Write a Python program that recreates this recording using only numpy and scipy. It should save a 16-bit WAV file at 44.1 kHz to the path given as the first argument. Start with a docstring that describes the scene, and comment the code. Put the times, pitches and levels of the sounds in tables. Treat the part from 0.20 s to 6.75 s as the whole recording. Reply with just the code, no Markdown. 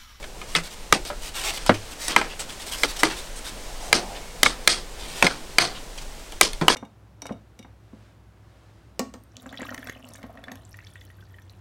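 """Bamboo pole laid in an earth pit

Outdoors, a long bamboo pole goes down in a pit lined with split bamboo: blows ring its modes, it shudders
on the slats, scuffs over dry soil as shaped noise, and some blows boom the hollow lining as low sines.
Wind rumbles on the microphone over a far wash and hiss, all filtered noise; midway a soft band swells
and a faint thin whistle passes. The hardest blows clip the input."""
import sys
import numpy as np
from scipy import signal
from scipy.fft import rfft, irfft, next_fast_len
from scipy.io import wavfile
from scipy.ndimage import uniform_filter1d, map_coordinates

SR = 44100
rng = np.random.default_rng(int(sys.argv[2]) if len(sys.argv) > 2 else 0)


def persist_wave(psi):
    """Save psi, clipped to +-1, as 16-bit WAV."""
    counts = np.round(np.clip(psi, -1, 1) * 32767).astype(np.int16)
    wavfile.write(sys.argv[1], SR, np.atleast_2d(counts).T)


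N = 288855  # length [samples]

# Wind on the microphone, spectrum: (frequency [Hz], relative density [dB per Hz])
RUMBLE_SPECTRUM = [(15, -5.5), (30, 1.5), (42, -8), (60, -14.5), (130, -27.5), (400, -71)]
# Far outdoor wash, spectrum: (frequency [Hz], relative density [dB per Hz])
WASH_SPECTRUM = [(70, -39), (130, -1.5), (330, -4.5), (480, -1), (700, -5), (950, -7), (1800, -31)]
# Far wash, level before its random drift: (time [s], level [dB])
WASH_LEVEL = [(0, -46), (.6, -49), (3.1, -47), (3.9, -44.5), (4.1, -46), (5.6, -46), (5.9, -46),
              (6.2, -50.5)]
# Hiss, spectrum: (frequency [Hz], relative density [dB per Hz])
HISS_SPECTRUM = [(200, -9), (600, -8), (1500, -8.5), (3300, -9.5), (6000, -11.5), (8500, -13),
                 (11000, -20.5), (16000, -28)]
# Hiss, fuller while the pole is dragged, level before its random drift: (time [s], level [dB])
HISS_LEVEL = [(0, -46.5), (1.2, -43.5), (1.7, -42.5), (2.3, -43.5), (2.5, -40.5), (2.95, -39), (3.1, -43),
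              (3.6, -41), (4.2, -44), (6.55, -45.5)]
# Blows of the pole on the lining: (time [s], ring peak [dB], ring [Hz], second ring [Hz],
# sharpness [dB], shudder re ring [dB], shudder's low zone re its middle [dB], shudder's middle t60 [s])
BLOWS = [(0.027, -30.5, 2280, 3120, 3, -23, -0.5, 0.057), (0.04, -27.5, 2427, 1510, -4, -17, 10, 0.058),
         (0.2147, -24, 2445, 1240, 0, -28, 17, 0.23), (0.3502, -5, 3796, 2150, -4.5, -15.5, 4.5, 0.13),
         (0.7247, 3.5, 1230, 2250, 3, -30.5, 15.5, .15), (0.8506, -29.5, 5730, 2600, 15.5, -23, 20, 0.11),
         (0.9012, -18.5, 778, 1280, -12, -22.5, 16, 0.14), (1.374, -21, 2880, 8300, 2, -24.5, 4, 0.44),
         (1.4627, -17.5, 3070, 980, 8.5, -20.5, 4, 0.11), (1.4934, 2, 590, 306, -19, -24, 18.5, 0.098),
         (1.881, -13.5, 9500, 4730, 8.5, -37, 26.5, 0.27), (1.9625, 3.5, 2090, 970, -6, -27.5, 7.5, 0.21),
         (2.013, -11.5, 808, 2070, -8, -26, 5, 0.28), (2.6331, -2.5, 2074, 4030, 0.5, -27, 13.5, .12),
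         (2.8324, 0.5, 2007, 1000, 0, -26, 15, 0.18), (3.7279, 2.5, 2078, 4690, 3, -31, 12, 0.24),
         (4.2309, 4.5, 2046, 3680, 6.5, -33.5, 11.5, 0.27), (4.261, -2.5, 2200, 1197, -10, -45, -10, 0.65),
         (4.4748, 3.5, 2104, 4400, 6, -32, 6.5, 0.3), (5.0247, 4.5, 2292, 883, -3, -27.5, 11.5, 0.22),
         (5.0666, -4, 2136, 5040, -1.5, -33.5, 6, 0.38), (5.3836, 4.5, 2383, 4690, 0, -29.5, 8, 0.31),
         (5.416, -15.5, 4870, 2450, 3, -37, 0, 0.17), (5.776, -30.5, 5760, 2930, 7, -15, -3, 0.1),
         (6.121, -27, 3115, 517, 6.5, -33.5, 30, 0.14), (6.2109, 1, 2294, 1070, 10.5, -32.5, 13, .23),
         (6.3315, -27, 3620, 2150, 11.5, -32, 15, .2), (6.4122, -16.5, 374, 970, -7, -17.5, 23.5, 0.12),
         (6.481, 3.5, 2760, 1010, 2.5, -29.5, 10, 0.28), (6.4996, -8.5, 1007, 450, -9, -24, 10.5, 0.17)]
# Modes of the pole: (frequency [Hz], width [Hz], relative level [dB])
POLE_MODES = [(186, 160, -5), (348, 127, 0.5), (492, 109, 3), (639, 355, 3), (813, 290, 5),
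              (1019, 260, 5.5), (1325, 556, 8.5), (1712, 780, 7.5), (2148, 290, 6.5), (2437, 265, 3),
              (3000, 470, -0.5), (3220, 300, 6.5), (3510, 1140, 2.5), (4160, 980, 3.5), (4820, 1540, -2),
              (6320, 1220, -7.5), (8510, 890, -10), (11500, 3800, -29)]
# Swell of a shudder in the low, middle and treble zones: one row each, (share of its t60 [ratio])
SHUDDER_BUILD_SHARES = [
    [0.047],
    [0.02],
    [0.095],
]
# Scuffs on soil and lining: (start [s], level [dB], loudest [Hz], treble grit re level [dB], length scale [s])
SCUFF_STROKES = [(0.261, -42.5, 2350, 4, 0.18), (0.428, -40, 4140, 3, 0.058),
                 (0.499, -44.5, 3160, 6, 0.054), (0.858, -39.5, 4400, 7, 0.042), (1.009, -39, 2770, 7, 0.1),
                 (1.134, -32.5, 2870, 4, 0.11), (1.226, -27.5, 2880, 3, 0.088),
                 (1.326, -36, 4480, 7, 0.061), (1.539, -31.5, 2930, -5, 0.0076),
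                 (1.703, -42.5, 2930, 6.5, 0.037), (1.781, -36.5, 5660, 7.5, 0.17),
                 (1.886, -28, 3420, -16, 0.055), (2.088, -38, 2820, -26, .055),
                 (2.189, -31, 7900, 2.5, 0.025), (2.288, -35.5, 3140, 1.5, 0.021),
                 (2.32, -40, 3080, 3, .011), (2.389, -39.5, 3100, 4.5, 0.052),
                 (2.457, -40, 3380, 7.5, 0.051), (2.509, -32.5, 2960, 5.5, 0.048),
                 (2.561, -42.5, 5600, 11, 0.12), (2.674, -35.5, 4050, 6.5, 0.044),
                 (2.761, -35.5, 3260, 5.5, 0.0089), (2.787, -31.5, 5800, 6, 0.019),
                 (2.897, -30.5, 1400, -9, 0.029), (2.961, -38, 3740, 6, .041),
                 (3.151, -44.5, 8140, 8, 0.05), (3.239, -38, 3580, 4.5, 0.067), (3.595, -46, 5700, 8, 0.13),
                 (3.945, -37, 3160, -17, .035), (4.776, -40, 3470, -1, 0.11),
                 (4.867, -39, 3470, 0.5, 0.085), (4.936, -36, 3130, 2.5, 0.11),
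                 (5.542, -37, 3460, -21, 0.039), (5.81, -43, 5900, 0, 0.02)]
# Soil under the pole, spectrum: (frequency [Hz], relative density [dB per Hz])
SOIL_SPECTRUM = [(180, -43), (300, -5), (502, -9), (787, -3.5), (1580, -6), (2070, -5.5), (3190, -5),
                 (5000, -7.5), (6900, -12), (8500, -9.5), (10500, -19), (14500, -23.5), (16000, -28)]
# Hollow booms of the lining: (time [s], frequency [Hz], level before swell and fade [dB], t60 [s])
LINING_BOOMS = [(0.363, 168.4, -23.5, 0.22), (0.903, 588, -25, .12), (1.495, 103.3, -22, 0.37),
                (2.637, 467, -15.5, 0.055), (2.835, 322, -16.5, 0.18), (3.736, 434, -21.5, 0.1),
                (5.028, 256, -30, 0.2), (5.40, 134, -32, 0.3), (6.415, 160, -14, 0.13)]
# Soft band of noise that swells and stops: (time [s], level [dB])
SWELL_LEVEL = [(3.2, -70), (3.55, -45.5), (3.94, -40.5), (4.02, -49), (4.1, -97)]

WIND_DB = -38.5  # before its random lumps
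SECOND_DB = -3.5  # pull of the second ring under the first
# Ring t60 of a 0 dB blow at 2000 Hz, away from its two pitches; a harder blow rings shorter [s per dB]
RING_T60_S, HARD_SHORTENS_S = 0.023, 0.001
PITCH_LINGERS = 0.12  # how much longer the modes at the two pitches ring [ratio]
SHUDDER_TREBLE_DB = 12.5  # treble of the shudder over the sharpness of the blow
SHUDDER_HOLD_SHARE = 0.087  # hold of a shudder, as a share of its t60
SHUDDER_TOP_HZ = 10400  # the chatter is dull above this
SCUFF_RISE_S, SCUFF_WEIGHT_DB = 0.002, -1  # shortest swell; low zone of a scuff re its middle
SCUFF_T60_S, LOUD_LINGERS_S = 0.061, 0.008  # fade of a -41 dB scuff; a louder one fades longer [s per dB]
SWELL_HZ, SWELL_WIDTH_HZ = 720, 200
WHISTLE_PEAK_S, WHISTLE_DB, WHISTLE_T60_S = 4.02, -52.5, 1
WHISTLE_RISE_S = 0.05  # time to climb the last 20 dB
TOP_HZ = 16000


def amp(db):
    """Gain of a level in dB."""
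    return 10 ** (np.asarray(db) / 20)


def unit(x):
    """Scaled to rms 1."""
    return x / np.sqrt(np.mean(x ** 2) + 1e-20)


def along(points, hz):
    """Values of (Hz, value) points, read on a log frequency axis."""
    f, v = np.transpose(points)
    return np.interp(np.log(hz + 1), np.log(f + 1), v)


def over_time(points):
    """Values of (s, value) points at every sample."""
    return np.interp(np.arange(N) / SR, *np.transpose(points))


def wobble(rate):
    """A smooth random curve with rate knots a second."""
    knots = rng.standard_normal(int(N * rate / SR) + 4)
    return map_coordinates(knots, [np.arange(N) * rate / SR])


def filtered(x, response):
    """x times a response of frequency, padded so that its tail does not wrap."""
    m = next_fast_len(N + SR // 2)
    return irfft(rfft(x, m) * response(np.fft.rfftfreq(m, 1 / SR)), m)[..., :N]


def coloured_noise(spectrum):
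    """Steady noise of rms 1 with the given density in dB."""
    return unit(filtered(rng.standard_normal(N), lambda f: amp(along(spectrum, f))))


def band_noise(centre_hz, width_hz):
    """Steady noise of rms 1 gathered around one frequency."""
    return unit(filtered(rng.standard_normal(N), lambda f: 1 / (1 + ((f - centre_hz) / width_hz) ** 2)))


def zones(hz, low_hz, high_hz):
    """Shares of the low, middle and high zones of the spectrum."""
    low = 1 / (1 + (hz / low_hz) ** 4)
    high = 1 / (1 + (high_hz / (hz + 1)) ** 4)
    return np.array([low, np.clip(1 - low - high, 0, 1), high])


def strokes(rows, colour, split, bump_db, ripple_db, grain_db):
    """Grainy contact noise, new for each row (s, loudest Hz, low dB, middle dB, high dB, rise, hold, t60)."""
    out, t = np.zeros(N + SR), np.arange(2 ** 14) / SR
    hz = np.fft.rfftfreq(len(t), 1 / SR)
    body, parts = colour(hz), split(hz)
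    grains = amp(grain_db * wobble(600))
    for s, loud_hz, *zone_db, rise, hold, t60 in rows:
        # where this contact sings
        bump = amp(bump_db * np.exp(-(np.log(hz / loud_hz + 1e-9) / 0.18) ** 2))
        # narrow resonances of the slats touched
        ripple = unit(uniform_filter1d(rng.standard_normal(len(hz)), size=45))
        spectrum = rfft(rng.standard_normal(len(t))) * body * bump * amp(ripple_db * ripple)
        zone_noise = irfft(spectrum * parts) / np.std(irfft(spectrum))
        lives = max(t60, 0.01) * np.array([[1.3], [1], [0.8]])  # the treble dies first
        fade = amp(-60 * np.maximum(t - np.min(rise) - hold, 0) / lives)
        shape = np.clip(t / rise, 0, 1) * fade
        out[round(s * SR):][:len(t)] += amp(zone_db) @ (zone_noise * shape)
    return out[:N] * grains


def wind():
    """Wind rumbles on the microphone, its low noise buffeting in random lumps."""
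    return amp(WIND_DB + wobble(6)) * coloured_noise(RUMBLE_SPECTRUM)


def wash():
    """The far outdoor wash, dull noise whose level drifts."""
    return amp(over_time(WASH_LEVEL) + wobble(12)) * coloured_noise(WASH_SPECTRUM)


def hiss():
    """Broad hiss, fuller while the pole is dragged."""
    return amp(over_time(HISS_LEVEL) + 0.5 * wobble(15)) * coloured_noise(HISS_SPECTRUM)


def knocks():
    """Each blow cracks and briefly rings the modes of the pole, most near the contact's two pitches."""
    out, t = np.zeros(N + SR), np.arange(SR // 8)[:, None] / SR
    free_hz, _, mode_db = np.transpose(POLE_MODES)
    press = 1 - np.exp(-(t / 0.0009) ** 2)  # the contact builds up over about a millisecond
    crack_band = signal.butter(2, [3000, 10000], 'band', fs=SR, output='sos')
    for s, db, ring_hz, second_hz, sharp_db, *_ in BLOWS:
        # grip and contact point shift the modes a little
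        hz = free_hz * ring_hz / free_hz[np.abs(free_hz - ring_hz).argmin()]
        hz[np.abs(hz - second_hz).argmin()] = second_hz
        near_ring, near_second = [np.exp(-(np.log(hz / pitch) / 0.23) ** 2) for pitch in (ring_hz, second_hz)]
        size = near_ring + amp(SECOND_DB) * near_second + amp(mode_db - 13)
        size = size * amp(2 * rng.standard_normal(len(hz)))
        life = max(RING_T60_S - HARD_SHORTENS_S * db, 0.004) * (2000 / hz) ** 0.14  # low modes last longer
        life = life * (1 + PITCH_LINGERS * np.maximum(near_ring, near_second))
        tones = np.sin(2 * np.pi * (hz * t + rng.random(len(hz))))
        ring = (size * amp(-60 * t / life) * press * tones).sum(1)
        crack_shape = (amp(-60 * t / 0.014) * press)[:, 0]
        crack = signal.sosfilt(crack_band, rng.standard_normal(len(t))) * crack_shape
        blow = ring / np.abs(ring).max() + amp(sharp_db - 3.5) * crack
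        out[round(s * SR):][:len(t)] += amp(db) * blow
    return out[:N]


def pole_response(f):
    """Resonances of the pole, summed with alternating sign and dulled at the top."""
    total = 0
    for k, (centre, width, db) in enumerate(POLE_MODES):
        damping = 1j * f * width
        total = total + (-1) ** k * amp(db) * damping / (centre * centre - f * f + damping)
    return total / (1 + (f / SHUDDER_TOP_HZ) ** 2)


def shudder():
    """After a blow the pole chatters on the slats, which keeps feeding its modes, most near the second ring."""
    rows = []
    for s, db, _, second_hz, sharp_db, after_db, hollow_db, t60 in BLOWS:
        middle_db = db + after_db
        treble_db = middle_db + sharp_db + SHUDDER_TREBLE_DB
        rise = np.multiply(SHUDDER_BUILD_SHARES, t60)  # the treble builds up last
        rows.append((s, second_hz, middle_db + hollow_db, middle_db, treble_db, rise, SHUDDER_HOLD_SHARE * t60, t60))
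    return strokes(rows, pole_response, lambda f: zones(f, low_hz=716, high_hz=4080),
                   bump_db=3.0, ripple_db=2.2, grain_db=2.0)


def scuffs():
    """Pole, hands and feet drag over grit in short strokes of noise; a long stroke starts more gently."""
    rows = []
    for s, db, loud_hz, grit_db, length in SCUFF_STROKES:
        rise = SCUFF_RISE_S + 0.2 * length
        t60 = SCUFF_T60_S + LOUD_LINGERS_S * (db + 41)
        rows.append((s, loud_hz, db + SCUFF_WEIGHT_DB, db, db + grit_db, rise, 0.6 * length, t60))
    return strokes(rows, lambda f: amp(along(SOIL_SPECTRUM, f)), lambda f: zones(f, low_hz=1790, high_hz=5560),
                   bump_db=4.5, ripple_db=2.9, grain_db=1.5)


def booms():
    """Some blows shake the lining: one low mode each, swelling over a few cycles, then dying away."""
    out, t = np.zeros(N + SR), np.arange(SR // 2) / SR
    for s, hz, db, t60 in LINING_BOOMS:
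        swell = 1 - np.exp(-t * hz / 1.1)
        out[round(s * SR):][:len(t)] += amp(db - 60 * t / t60) * swell * np.sin(2 * np.pi * hz * t)
    return out[:N]


def soft_swell():
    """A soft band of noise swells and stops."""
    return amp(over_time(SWELL_LEVEL)) * band_noise(SWELL_HZ, SWELL_WIDTH_HZ)


def whistle():
    """A faint thin whistle passes: narrow noise that climbs fast and fades slowly."""
    since = np.arange(N) / SR - WHISTLE_PEAK_S
    drop_db = np.where(since < 0, -20 * since / WHISTLE_RISE_S, 60 * since / WHISTLE_T60_S)
    return amp(WHISTLE_DB - drop_db) * band_noise(2190, 50)


def scene():
    """The pole in its pit, close, over the outdoor air."""
    air = wind() + wash() + hiss() + soft_swell() + whistle()
    pole = knocks() + shudder() + scuffs() + booms()
    return (air + pole)[None]


def record(dry):
    """The input clips just under full scale with a narrow knee; nothing is kept above the band limit."""
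    clipped = dry / (1 + np.abs(dry / 0.98) ** 12) ** (1 / 12)
    return filtered(clipped, lambda hz: hz < TOP_HZ)


dry = scene()
out = record(dry)
persist_wave(out)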